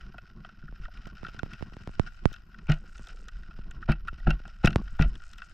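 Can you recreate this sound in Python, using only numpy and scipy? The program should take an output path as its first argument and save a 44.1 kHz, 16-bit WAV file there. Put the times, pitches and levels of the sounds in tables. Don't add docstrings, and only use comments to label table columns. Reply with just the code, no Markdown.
import sys
import numpy as np
from scipy import signal
from scipy.fft import rfft, irfft
from scipy.io import wavfile

SR = 44100
rng = np.random.default_rng(int(sys.argv[2]) if len(sys.argv) > 2 else 0)


def log_audio(samples):
    frames = np.atleast_2d(samples).T
    limited = np.clip(frames, -1, 1)
    pcm = np.round(limited * 32767).astype(np.int16)
    wavfile.write(sys.argv[1], SR, pcm)


N = 243873

# time in seconds, left minus right in dB, gain of the unshared sound in dB.
HEAD_TURN = [(0, -2, -62), (.78, -2, -62), (.9, -1.5, -36), (1.2, 0, -19), (1.8, 1, -9.5), (2.4, 1, -6),
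             (2.75, 0, -27), (3.0, -1.5, -59), (4.03, -2, -54), (4.12, -1.5, -54), (4.6, -0.5, -31),
             (4.9, 1.5, -29), (5.53, 1.5, -9.5)]
# frequency in Hz, width of one filter stage in Hz, gain in dB,
# left minus right in dB.
WALL_MODES = [(690, 279, -17.5, 1.5), (1426, 234.5, -0.5, 2), (1884, 208, -14, -2),
              (2620, 1125, -14.5, 2.5), (3142, 630, -18, 1), (3614, 1200, -21, 4), (5360, 1300, -29, 3),
              (6800, 4500, -35.5, 6.5), (10100, 22000, -74, 39), (13300, 23000, -50, 27)]


def from_db(db):
    return 10 ** (np.asarray(db) / 20)


def unit_rms(x):
    return x / np.sqrt(np.mean(x ** 2) + 1e-20)


def curves(rows):
    times, *columns = np.transpose(rows)
    return [np.interp(np.arange(N) / SR, times, column) for column in columns]


def side_gains(balance_db):
    return from_db([np.minimum(balance_db, 0), np.minimum(-balance_db, 0)])


def drift(rate_hz):
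    pole = np.exp(-80 * np.pi * rate_hz / SR)
    noise = rng.standard_normal(N // 40 + 2002)
    slow = signal.lfilter([1], [1, -2 * pole, pole * pole], noise)[2000:]
    return np.interp(np.arange(N) / 40, np.arange(len(slow)), unit_rms(slow))


def biquad(x, kind, hz, q):
    w = 2 * np.pi * hz / SR
    a, c = np.sin(w) / (2 * q), np.cos(w)
    poles = [1 + a, -2 * c, 1 - a]
    zeros = {"low": [(1 - c) / 2, 1 - c, (1 - c) / 2], "high": [(1 + c) / 2, -1 - c, (1 + c) / 2],
             "band": [a, 0, -a], "all": poles[::-1]}[kind]
    return signal.lfilter(zeros, poles, x + 1e-18)


def resonance(x, hz, q):
    return biquad(biquad(x, "band", hz, q), "band", hz, q)


def ring(impulses, hz, t60_s):
    r, w = from_db(-60 / (t60_s * SR)), 2 * np.pi * hz / SR
    return signal.lfilter([0, np.sin(w)], [1, -2 * r * np.cos(w), r * r], impulses + 1e-18)


def grains(per_s, spread_db, clump_db, tail_pole):
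    born = rng.random((2, N)) < per_s * from_db(clump_db * drift(25)) / SR
    sizes = from_db(spread_db * np.minimum(rng.exponential(1, (2, N)), 4)) * born
    envelope = signal.lfilter([1], [1, -tail_pole], sizes)
    return unit_rms(envelope * rng.standard_normal((2, N)))


def at_ports(pair):
    shared, unshared = pair
    balance_db, unshared_db = curves(HEAD_TURN)
    return shared * side_gains(balance_db) + from_db(unshared_db) * unshared * [[1], [-1]]


def wall_mode(drive, k):
    hz, width_hz, db, balance_db = WALL_MODES[k]
    return (-1) ** k * from_db(db) * side_gains(balance_db)[:, None] * resonance(drive, hz, hz / width_hz)


def port_hiss():
    prickle = grains(per_s=690, spread_db=6, clump_db=7, tail_pole=0.61)
    prickle += from_db(-6) * rng.standard_normal((2, N))
    return from_db(-76.5) * biquad(biquad(prickle, "band", 12000, 4.2), "band", 13200, 3.4)


def surge(level_db):
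    # time of the crest in seconds, added amplitude in dB.
    heaves = [(0.858, -41.5), (2.262, -31), (2.711, -25.5), (3.341, -37), (3.91, -36), (4.282, -23.5),
              (5.05, -24)]
    rise_db_per_s, fall_db_per_s = 421.5, 215
    t = np.arange(N) / SR
    heaving = sum(from_db(db - np.where(t < s, rise_db_per_s * (s - t), fall_db_per_s * (t - s)))
                  for s, db in heaves)
    deep = biquad(biquad(rng.standard_normal((2, N)), "low", 37.5, 0.96), "low", 57, 0.23)
    return (from_db(level_db) + heaving) * unit_rms(biquad(deep, "high", 12.5, 0.38))


def rumble(level_db):
    # frequency in Hz, relative spectral density in dB.
    spectrum = [(35, 4.5), (60, -7), (215, -7.5), (255, -21.5), (346, -19), (536, -36), (701, -35),
                (905, -36.5), (1100, -25.5), (1430, -57), (2420, -120)]
    corner_hz, density_db = np.transpose(spectrum)
    hz = np.maximum(np.arange(N // 2 + 1) * SR / N, 1)
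    colour = from_db(np.interp(np.log(hz), np.log(corner_hz), density_db, -99, -99))
    noise = irfft(rfft(rng.standard_normal((2, N))) * colour, N)
    lumps = from_db(7 * np.clip(drift(15.7), -2, 1.5))
    return from_db(level_db) * unit_rms(noise * lumps)


def fizz(level_db):
    bursts = grains(per_s=1900, spread_db=7, clump_db=4, tail_pole=0.62)
    band = signal.butter(3, [4300, 8200], "band", fs=SR, output="sos")
    return from_db(level_db - 12.5) * unit_rms(signal.sosfilt(band, bursts))


def gurgle():
    middle_s, half_length_s = 3.07, 0.17
    pops = grains(per_s=200, spread_db=12, clump_db=5.5, tail_pole=0.995)
    swell = np.exp(-((np.arange(N) / SR - middle_s) / half_length_s) ** 2)
    return from_db(-58.5) * swell * unit_rms(resonance(pops, hz=377, q=1.3))


def reef_crackle(level_db):
    hiss = from_db(-7 + 3.63 * drift(24.8)) * rng.standard_normal((2, N))
    clicks = grains(per_s=300, spread_db=3, clump_db=4, tail_pole=0.99)
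    return from_db(level_db + 15.5) * (clicks + hiss)


def strap_rattle():
    jolts = [2.676, 3.872, 4.254, 4.626, 4.981]
    length_s, top_hz = 0.1014, 3370
    t, shake = np.arange(N) / SR, 0
    for start_s in jolts:
        age = np.maximum(t - start_s, 0) / length_s
        attack = np.minimum(5 * age, 1) ** 2
        shake = shake + from_db(-6.5) * attack * np.exp(-4 * age ** 1.49)
    impacts = grains(per_s=730, spread_db=-5, clump_db=3, tail_pole=0.995)
    return signal.sosfilt(signal.butter(2, top_hz, fs=SR, output="sos"), shake * impacts)


def case_response(crackle, rattle):
    drive = at_ports(crackle + rattle)
    wall = sum(wall_mode(drive, k) for k in range(len(WALL_MODES)))
    hollow = from_db(7.5) * wall_mode(at_ports(rattle), 0)
    water_noise = crackle + from_db(-54) * rng.standard_normal((2, N))
    cavity = from_db(-23.5) * resonance(at_ports(water_noise), hz=5160, q=5.8)
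    return wall + hollow + cavity


def case_taps():
    # time in seconds, peak in dB before the head's turn, tilt in dB per
    # octave, lift of the deepest mode in dB, lift of the clacking mode in dB.
    taps = [(0.1422, -38, -20, 13, -10), (0.182, -32.5, -10, 6.5, 2.5), (0.4476, -30.5, -4.5, 2.5, -7),
            (0.4906, -40.5, 1, 9, 3), (.6245, -44, -4, -25, -10), (0.6804, -39.5, -24, -12, -19),
            (.853, -35, -7, -16, -13), (0.8823, -40.5, -20, 23, -19), (0.9726, -39.5, -8, -17, 12),
            (1.073, -40, 3.5, 7, -9), (1.2477, -29, -2, -26, -1), (1.266, -31.5, -3, -2, -4),
            (1.2836, -40, -2, -13, -9), (1.3432, -41.5, 3, -17, 11), (1.3912, -27.5, 0, -4, -2),
            (1.5339, -32, 5, -23, 7), (2.0832, -40, -7, -15, -9), (2.3291, -37, 6, -14, -10),
            (2.3394, -36.5, 5, 3, 1), (2.3623, -38.5, 1.5, -16, 3), (2.5438, -37.5, -4.5, -31, -7),
            (2.587, -41, 1, -16, 0.5), (2.6694, -42.5, 7, 16, 13.5), (2.697, -29, 4.5, -7, 13),
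            (2.719, -20.5, 3.5, -12, 9.5), (2.7401, -37.5, 7.5, -7, 13), (2.9803, -43.5, 5.5, 5, -1),
            (3.0706, -36.5, 6, 6, 0), (3.284, -33, 1.5, -13, -2), (3.4332, -42, -1, -12, -9),
            (3.509, -41, -4.5, 1, -7), (3.7103, -38, 6.5, 8, 7.5), (3.7668, -46.5, -19, -1, -12),
            (3.8273, -32, -15, -12, -20), (3.8876, -22, 1, 32, .6), (3.919, -20, -4, -19, 2),
            (4.0744, -36.5, -6, -12, 1.5), (4.0827, -21.5, -23, -15, -4.5), (4.1999, -45, -0.5, 6, -19),
            (4.2697, -18.5, -33, 10.5, -26), (4.3056, -19.5, 1, 11, 8.5), (4.453, -36.5, -8, 3, -3),
            (4.4783, -40, 3.5, 13, -9), (4.6483, -17.5, 2.5, -23, 7.5), (4.6583, -19.5, 5.5, 2, -2),
            (4.6728, -8.5, 0, 7, 6), (4.7052, -30, 2, 4, 3), (4.7287, -32, -0.5, 7, 3),
            (4.8773, -39, -7, -26, -12), (4.993, -21.5, -2, 21.5, -4), (5.011, -25, 3.5, 2.5, 12.5),
            (5.0225, -20, 1.5, -19, 3), (5.1543, -36.5, 2.5, -17, -3), (5.3331, -36, 5.5, -19, -4),
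            (5.3822, -37, 3, -15, -2.5), (5.4193, -28.5, -6.5, -15, -9)]
    puff_s, lead_s = 0.00722, 0.0015
    latch_hz, latch_q, latch_scatter = 2655, 52, 0.022
    scatter_db = rng.normal(0, 2, (len(taps), len(WALL_MODES)))
    noises = rng.standard_normal((len(taps), 3000))
    t = np.arange(noises.shape[1]) / SR
    octaves = np.log2(np.array(WALL_MODES)[:, 0] / WALL_MODES[1][0])
    out = np.zeros((2, N))
    for (s, peak_db, tilt_db, hollow_db, clack_db), noise, chance_db in zip(taps, noises, scatter_db):
        lift_db = tilt_db * octaves + chance_db
        lift_db[0], lift_db[3] = hollow_db, clack_db
        tap = 0
        for k, octave in enumerate(octaves):
            haste = 1.305 ** max(octave, 0)
            age = t / puff_s * haste
            puff = noise * age * np.exp(-3 * age)
            tap = tap + from_db(lift_db[k]) * np.sqrt(haste) * wall_mode(puff, k)
        latch = biquad(puff, "band", latch_hz * (1 + latch_scatter * noise[-1]), latch_q)
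        tap = tap + from_db(clack_db - 2) * latch
        start = round((s - lead_s) * SR)
        out[:, start:start + len(t)] += from_db(peak_db) / np.abs(tap).max() * tap[:, :N - start]
    balance_db, _ = curves(HEAD_TURN)
    return out * side_gains(balance_db)


def body_knocks():
    # start in seconds, relative thud level in dB, sway level in dB.
    knocks = [(0.636, -31.5, -66), (0.691, -38.5, -31.5), (0.798, -40, -30), (2.6867, -22, -53),
              (2.693, -10.5, -50), (2.700, -9, -17), (3.887, -13.5, -40), (3.8954, -7.5, -9),
              (3.904, -20, -34), (4.269, -15.5, -16), (4.2778, -7.5, -12), (4.289, -14, -12),
              (4.33, -33, -20.5), (4.640, -17.5, -45), (4.675, -12.5, -18), (4.718, -23.5, -33),
              (4.9963, -16, -8.5), (5.009, -11, -13.5), (5.058, -24, -14.5), (5.093, -45, -24)]
    # frequency in Hz, gain in dB, time to decay by 60 dB in seconds.
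    body_modes = [(152.6, 6.5, 0.12), (207, 1, 0.098), (330.3, -9, 0.12), (598, -15, 0.05)]
    start_s, thud_db, sway_db = np.transpose(knocks)
    starts = np.round(start_s * SR).astype(int)
    blows, shoves = np.zeros((2, N))
    blows[starts], shoves[starts] = -from_db(thud_db - 12), -from_db(sway_db)
    thud = sum(from_db(db) * ring(blows, hz, t60_s) for hz, db, t60_s in body_modes)
    sway = ring(shoves, hz=46, t60_s=0.086)
    return biquad(thud + sway, "low", 1660, 0.18)


def membrane_snaps():
    # start in seconds, pressure step in dB, kind.
    snaps = [(0.7258, -35.5, "soft"), (1.0693, -26.5, "right"), (1.2321, -22, "right"),
             (1.285, -29, "right"), (1.346, -29, "right"), (1.4323, -12.5, "right"), (1.4616, -33, "soft"),
             (1.6094, -27, "right"), (1.6252, -15.5, "right"), (1.7236, -36, "soft"), (1.7676, -29, "both"),
             (1.8747, -22.5, "both"), (1.8929, -27, "right"), (1.9964, -2.5, "right"),
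             (2.2559, 0.5, "right"), (2.3177, -36, "soft"), (2.9948, -34, "soft"), (3.59, -31.5, "soft"),
             (4.1285, -29, "dull"), (4.2762, -19, "dull"), (4.4016, -36.5, "soft"), (4.6446, 2, "dull"),
             (4.6505, -1, "dull"), (4.6932, -18.5, "dull"), (4.7595, -5.5, "both"), (4.8161, -29.5, "soft"),
             (4.9977, -8, "dull"), (5.0166, -11.5, "dull")]
    snap_kinds = {"right": (-51, 3860), "both": (-0.052, 5500), "soft": (.3, 2200), "dull": (0.73, 580)}
    out = np.zeros((2, N))
    for start_s, step_db, kind in snaps:
        balance_db, edge_hz = snap_kinds[kind]
        start = round(start_s * SR)
        step = biquad(-np.ones(min(8000, N - start)), "low", edge_hz, 0.37)
        pulse = biquad(biquad(step, "high", 78, 0.79), "high", 18.8, 1.4)
        out[:, start:start + len(pulse)] += from_db(step_db) * side_gains(balance_db)[:, None] * pulse
    return out


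def scene():
    # time in seconds, then relative levels in dB of surge, rumble, crackle, fizz.
    sea_levels = [(0, -40.5, -47.5, -50.5, -94), (.3, -55.5, -52, -57.5, -83),
                  (.7, -45.5, -57, -57.5, -100), (1.0, -48.5, -50.5, -50, -95),
                  (1.5, -48, -49.5, -52.5, -74), (2.0, -42, -53, -52.5, -63), (2.5, -51.5, -55.5, -58, -79),
                  (3.05, -42, -54.5, -52.5, -55), (3.5, -44.5, -53.5, -56.5, -77),
                  (4.1, -35.5, -53, -57.5, -95), (4.4, -47.5, -44.5, -52, -78),
                  (4.58, -43, -62.5, -56, -64.5), (4.8, -38.5, -36.5, -55, -63),
                  (4.95, -34.5, -59.5, -54.5, -65.5), (5.15, -39, -47.5, -54.5, -64),
                  (5.3, -45, -68.5, -54, -56.5), (5.53, -47, -50.5, -54.5, -65)]
    surge_db, rumble_db, crackle_db, fizz_db = curves(sea_levels)
    _, unshared_db = curves(HEAD_TURN)
    shared, unshared = surge(surge_db) + rumble(rumble_db)
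    bass = shared + from_db(unshared_db - 9) * unshared * [[1], [-1]]
    bubbles = at_ports(fizz(fizz_db) + gurgle())
    hiss = port_hiss()
    case = case_response(reef_crackle(crackle_db), strap_rattle())
    return hiss + bass + bubbles + case + case_taps() + body_knocks() + membrane_snaps()


def record(dry):
    crossover_hz, cutoff_hz = 243, 16600
    turned = biquad(dry, "all", crossover_hz, 0.74)
    return signal.sosfilt(signal.cheby2(12, 60, cutoff_hz, fs=SR, output="sos"), turned)


dry = scene()
out = record(dry)
log_audio(out)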